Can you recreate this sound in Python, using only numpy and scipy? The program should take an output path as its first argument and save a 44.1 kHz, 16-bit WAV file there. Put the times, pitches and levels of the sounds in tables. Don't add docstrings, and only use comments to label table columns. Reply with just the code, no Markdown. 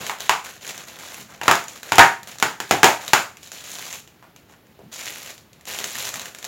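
import sys
import numpy as np
from scipy import signal
from scipy.fft import rfft, irfft
from scipy.io import wavfile

SR = 44100
rng = np.random.default_rng(int(sys.argv[2]) if len(sys.argv) > 2 else 0)


def wrap_up_sound(samples):
    columns = np.atleast_2d(samples).T
    tamed = np.clip(columns, -1, 1)
    steps = np.round(tamed * 32767).astype(np.int16)
    wavfile.write(sys.argv[1], SR, steps)


N = 285327
TIME = np.arange(N) / SR
GRID_SIZE = 4096
GRID_HZ = np.maximum(np.fft.rfftfreq(GRID_SIZE, 1 / SR), 1)

# (frequency [Hz], relative level [dB per Hz])
SNAP_COLOUR = [(30, -41), (60, -32), (110, -14.5), (250, -14.5), (400, -7), (550, -10.5), (850, 0),
               (1100, -6), (1500, -5.5), (2500, -8), (4500, -18), (7000, -18.5), (8200, -26), (15500, -30)]
# (frequency [Hz], relative level [dB per Hz])
CRINKLE_COLOUR = [(50, -14.5), (200, -2.5), (330, -3.5), (480, -0.5), (700, 0.5), (950, -4), (1800, -1.5),
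                  (2700, -1.5), (4000, -2), (5000, -6.5), (7100, 0.5), (8200, -12.5), (11500, -10),
                  (15500, -13)]
# (frequency [Hz], decay by 60 dB [s])
ROOM_T60 = [(150, 0.28), (400, 0.28), (1200, 0.31), (2800, 0.3), (7200, 0.33), (14000, 0.34)]


def snaps(level_db=18.0, panel_db=6.0, room_db=-0.5, ring_db=-3.5):
    # (time [s], relative strength [dB], pitch of the flexing panel [Hz],
    # bass tilt [dB], treble tilt [dB], relative ring of the standing waves [dB])
    snap_events = [(.096, -15.5, 1100, -7, -2.5, -4), (.2942, -2, 1080, -8, 0, -28),
                   (1.414, -19, 2540, 7, -2, 0), (1.4806, 1, 1170, 3, -3, -1),
                   (1.5124, -2.5, 1345, 2, 3, -5.5), (1.92, -7.5, 1030, 8.5, -2, -4),
                   (1.9214, -10.5, 2800, -4, 2, -15), (1.9825, 4, 1270, 9.5, 2.5, 2.5),
                   (1.9928, 9, 1640, -8, -6, 0), (2.4257, -3.5, 1450, 4.5, 3.5, -10.5),
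                   (2.602, -16, 1620, 10, 8.5, -15), (2.71, -2.5, 710, 11, 3, -23.5),
                   (2.7145, -13, 2380, 4.5, 11, -16), (2.7221, -8.5, 440, 12, -7, -14.5),
                   (2.8314, 5, 750, 4.5, 0.5, -.5), (2.8431, 1, 410, 3.5, 5, -17.5),
                   (3.1334, 2, 1380, -1, 3.5, -18.5)]
    out = np.zeros(N)
    bass = 1 / (1 + (GRID_HZ / 450) ** 3)
    treble = 1 / (1 + (3200 / GRID_HZ) ** 3)
    presence = 5 * hump(7000, octaves=0.072)
    for s, db, pitch_hz, bass_db, treble_db, wave_db in snap_events:
        colour_db = at_hz(SNAP_COLOUR, GRID_HZ) + presence + panel_db * hump(pitch_hz, octaves=0.22)
        body = response(colour_db + bass_db * bass + treble_db * treble)
        flip = through(buckle(decay_s=0.0018, crackle_db=0.0), body)
        crack = unit_energy(disperse(flip, lag_s=0.0007))
        echo = unit_energy(through(room_tail(), body))
        ringing = from_db(room_db) * echo + from_db(ring_db + wave_db) * standing_waves()
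        add(out, s, from_db(db) * crack)
        add(out, s, from_db(db) * ringing)
    return from_db(level_db) * out


def buckle(decay_s, crackle_db, rise_s=0.0006):
    t = TIME[:GRID_SIZE]
    noise = cut(rng.standard_normal(GRID_SIZE), 910, "high")
    shiver = noise * np.exp(-t / decay_s) * (1 - np.exp(-t / rise_s))
    impulse = t == 0
    return from_db(crackle_db) * unit_energy(shiver) + impulse


def disperse(x, lag_s):
    phase = 4 * np.pi * lag_s * np.sqrt(1000 * GRID_HZ)
    return irfft(rfft(x) * np.exp(-1j * phase))


def standing_waves(scatter_db=-2.5):
    # (frequency [Hz], relative level [dB])
    wave_modes = [(403, -14.5), (578, -12.5), (691, -1.5), (773, 1.5), (846, -15.5), (936, 5.5),
                  (990, -13.5), (1049, -13), (1242, -3.5), (1341, -11.5), (1398, -6), (1470, -8.5),
                  (1567, -4.5), (1683, -5.5), (1812, -0.5), (1914, -8.5), (2218, -11.5), (2516, -8)]
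    t = TIME[:SR // 2]
    hz, level_db = np.transpose(wave_modes)[:, :, None]
    sign = rng.choice([-1, 1], hz.shape)
    strength = sign * from_db(level_db + scatter_db * rng.standard_normal(hz.shape))
    fade = np.exp(-np.log(1000) * t / at_hz(ROOM_T60, hz))
    return unit_energy(np.sum(strength * np.sin(2 * np.pi * hz * t) * fade, axis=0))


def ticks(tail, rub_gain, level_db=1.0, crease_db=5.0, room_db=-1.5, treble_db=1.0):
    # (time [s], relative peak [dB], pitch [Hz])
    tick_events = [(.066, -13.5, 3120), (.0754, -18, 3800), (.186, -25, 3440), (.205, -12.5, 3400),
                   (.677, -19, 6770), (.7786, -18, 6600), (.884, -23.5, 2420), (.9885, -23.5, 2330),
                   (1.1438, -17.5, 2020), (1.4347, -16.5, 3600), (1.5544, -10.5, 5100),
                   (1.6402, -22.5, 7250), (1.6826, -19.5, 6730), (1.8314, -17, 1540), (1.8911, -27, 2660),
                   (1.9315, -9.5, 3000), (1.956, -6.5, 2500), (2.2317, -22.5, 1600), (2.2734, -20.5, 2700),
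                   (2.385, -21, 6170), (2.4002, -15.5, 1724), (3.0794, -11.5, 3520), (3.37, -26.5, 2450),
                   (3.4307, -25.5, 6900), (3.4736, -26, 6880), (3.518, -19, 6400), (3.9272, -17.5, 6360),
                   (4.0755, -32.5, 2620), (4.3622, -29.5, 2670), (4.5236, -37.5, 1760),
                   (4.669, -44.5, 1910), (5.3793, -29, 4660), (5.5315, -33, 3750), (5.61, -33.5, 1850),
                   (5.6543, -24.5, 6920), (5.7363, -16, 2300), (5.7882, -11, 3330), (5.842, -8.5, 7300),
                   (5.9855, -12, 7150), (6.09, -13.5, 7440), (6.1407, -13.5, 7010), (6.1569, -16.5, 2420),
                   (6.1959, -15.5, 3600), (6.2162, -18.5, 6750), (6.2567, -16.5, 1700),
                   (6.3482, -20.5, 1640), (6.3865, -22, 7000), (6.4274, -21.5, 2300), (6.4438, -15, 3830),
                   (6.4495, -15, 6500)]
    out = np.zeros(N)
    for s, db, pitch_hz in np.vstack([tick_events, stray_creases(rub_gain)]):
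        colour_db = at_hz(CRINKLE_COLOUR, GRID_HZ) + treble_db * hump(12000, octaves=0.5)
        body = response(colour_db + crease_db * hump(pitch_hz, octaves=0.24))
        tick = unit_energy(through(buckle(decay_s=0.0013, crackle_db=4.0), body))
        size = from_db(db) / np.abs(tick).max()
        add(out, s, size * tick)
        add(out, s, size * from_db(room_db) * through(tail, body))
    return from_db(level_db) * out


def stray_creases(rub_gain, per_s=26, over_rub_db=12.5, spread_db=-0.5, low_hz=1800, high_hz=7500):
    wait, size, pitch = rng.random((GRID_SIZE, 3)).T
    s = np.cumsum(-np.log(1 - wait)) / per_s
    rub_db = 20 * np.log10(np.interp(s, TIME, rub_gain))
    db = rub_db + over_rub_db + spread_db * (2 * size - 1)
    hz = low_hz * (high_hz / low_hz) ** pitch
    return np.column_stack([s, db, hz])[s < TIME[-1]]


def crinkle(tail, crisp_gain, dull_gain, crisp_db=-1.5, dull_db=-2.5, room_db=-10.0, split_hz=2100):
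    slips = grains(per_s=1100, spread_db=4.0, clump_db=1.75, hiss_db=-1.0, crease_db=12.5)
    crisp = rms_one(cut(slips, split_hz, "high", order=3)) * from_db(crisp_db) * crisp_gain
    dull = rms_one(cut(slips, split_hz, "low", order=3)) * from_db(dull_db) * dull_gain
    return crisp + dull + from_db(room_db) * through(crisp + dull, tail)


def grains(per_s, spread_db, clump_db, hiss_db, crease_db, count=10):
    sizes = from_db(spread_db * np.minimum(rng.exponential(1, N), 3.2)) * rng.choice([-1, 1], N)
    clicks = sizes * (rng.random(N) < per_s / SR)
    dealt = rng.integers(0, count, N)
    colour = at_hz(CRINKLE_COLOUR, GRID_HZ)
    slips = np.zeros(N)
    for k, hz in enumerate(np.geomspace(900, 12000, count)):
        turn = from_db(3.5 * wobble(step_s=0.04))
        crease = disperse(response(colour + crease_db * hump(hz, octaves=0.36)), lag_s=0.000798)
        slips += through(clicks * turn * (dealt == k), crease)
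    friction = through(rng.standard_normal(N), response(colour))
    clumps = from_db(clump_db * wobble(step_s=0.0088))
    return clumps * (rms_one(slips) + from_db(hiss_db) * friction)


def rub_levels(attack_s=0.012, release_db_per_s=258, rest_db=-68):
    # (start [s], length [s], relative level [dB],
    # swell over the stroke [dB], dull rub against crisp crackle before their own levels [dB])
    rub_strokes = [(0, 0.12, -35, -8.5, 1), (0.192, 0.077, -37, -4.5, -3), (0.435, 0.18, -43, -21, -2.5),
                   (0.6, 0.097, -37.5, 9, -4), (0.721, 0.091, -42.5, 5, 1), (0.865, 0.15, -45, -3.5, 1),
                   (0.988, 0.23, -40.5, -4, -1.5), (1.28, 0.15, -51, -10.5, 4.5),
                   (1.425, 0.076, -37, -5, 3.5), (1.676, .11, -42.5, 0.5, -3), (1.845, .07, -43.5, 3, 2),
                   (2.272, 0.097, -42, -12, -2.5), (2.665, 0.051, -41.5, 18, -6),
                   (2.998, 0.097, -38, -2, -0.5), (3.4, 0.055, -48, 12, -11), (3.517, .1, -40.5, 1, -6),
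                   (3.626, 0.32, -36, 2.5, -7), (4.481, .05, -57, -1.5, 3), (4.914, 0.17, -34.5, 6.5, -6.5),
                   (5.08, 0.18, -39, -2, -4), (5.25, 0.05, -38.5, 3, -3), (5.664, 0.19, -33, -3.5, -4),
                   (5.863, 0.21, -32, 5.5, -7), (6.113, .17, -41, -4, 0), (6.376, .08, -52, -2, 0)]
    crisp = dull = from_db(rest_db)
    for start, length, db, swell_db, dull_db in rub_strokes:
        t = TIME - start
        attack = np.clip(t / attack_s, 0, 1)
        slope_db = db + swell_db * (np.clip(t / length, 0, 1) - 0.5)
        release_db = release_db_per_s * np.clip(t - length, 0, 1)
        gain = attack * from_db(slope_db - release_db)
        crisp = np.maximum(crisp, gain)
        dull = np.maximum(dull, gain * from_db(dull_db))
    return crisp, dull


def wobble(step_s):
    values = rng.standard_normal(GRID_SIZE)
    return np.interp(TIME / step_s, np.arange(GRID_SIZE), values)


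def bumps(tail, level_db=20.0, direct_db=-4.5):
    # (time [s], relative strength [dB], pitch [Hz], hollowness [dB])
    bump_events = [(.005, -33, 172, 42), (1.195, -36, 186, 43), (4.2265, -37, 897, 15.5),
                   (4.527, -46, 1107, 18), (4.792, -35.5, 446, 26.5), (4.835, -35, 168.5, 42),
                   (5.801, -36, 383, 23)]
    out = np.zeros(N)
    for s, db, pitch_hz, hollow_db in bump_events:
        colour_db = hollow_db * hump(pitch_hz, octaves=1.0) + at_hz(SNAP_COLOUR, GRID_HZ) / 2
        add(out, s, from_db(db) * response(colour_db))
    return from_db(level_db) * (from_db(direct_db) * out + through(out, tail))


def room_tail(build_s=0.0032):
    t = TIME[:SR // 2]
    white = rfft(rng.standard_normal(len(t)))
    hz = np.fft.rfftfreq(len(t), 1 / SR)
    build = 1 - np.exp(-(t / build_s) ** 2)
    edges = np.geomspace(40, SR / 2, 28)
    tail = 0
    for low, high in zip(edges, edges[1:]):
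        fade = from_db(-60 * t / at_hz(ROOM_T60, np.sqrt(low * high)))
        band = irfft(white * (hz >= low) * (hz < high), len(t)) * fade * build
        tail = tail + np.sqrt(high - low) * unit_energy(band)
    return unit_energy(tail)


def hush(level_db=-54.0):
    # (frequency [Hz], relative level [dB per Hz])
    hush_colour = [(30, -24), (55, -12.5), (110, -6), (180, -7.5), (400, -13), (800, -19), (3200, -26),
                   (5600, -33), (7000, -40.5), (8200, -42.5), (12000, -32.5), (15500, -31.5)]
    noise = through(rng.standard_normal(N), response(at_hz(hush_colour, GRID_HZ)))
    return from_db(level_db) * rms_one(noise)


def from_db(db):
    return 10 ** (np.asarray(db) / 20)


def unit_energy(x):
    return x / np.sqrt(np.sum(x ** 2) + 1e-20)


def rms_one(x):
    return unit_energy(x) * np.sqrt(len(x))


def at_hz(points, hz):
    f, value = np.transpose(points)
    return np.interp(np.log(hz), np.log(f), value)


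def hump(centre_hz, octaves):
    return np.exp(-0.5 * (np.log2(GRID_HZ / centre_hz) / octaves) ** 2)


def response(level_db):
    cepstrum = irfft(np.log(from_db(level_db)))
    cepstrum[1:GRID_SIZE // 2] *= 2
    cepstrum[GRID_SIZE // 2 + 1:] = 0
    return unit_energy(irfft(np.exp(rfft(cepstrum))))


def through(x, kernel):
    return signal.fftconvolve(x, kernel)[:len(x)]


def cut(x, hz, kind, order=2):
    return signal.sosfilt(signal.butter(order, hz, kind, fs=SR, output="sos"), x)


def add(track, s, sound):
    start = max(round(s * SR), 0)
    track[start:start + len(sound)] += sound[:N - start]


def scene():
    tail = room_tail()
    crisp_gain, dull_gain = rub_levels()
    handling = snaps() + ticks(tail, crisp_gain) + crinkle(tail, crisp_gain, dull_gain) + bumps(tail)
    return (handling + hush())[None]


def record(dry):
    clipped = np.clip(cut(dry, 45, "high"), -1, 1)
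    top_cut = signal.ellip(12, 0.1, 100, 16000, fs=SR, output="sos")
    return signal.sosfilt(top_cut, clipped)


dry = scene()
out = record(dry)
wrap_up_sound(out)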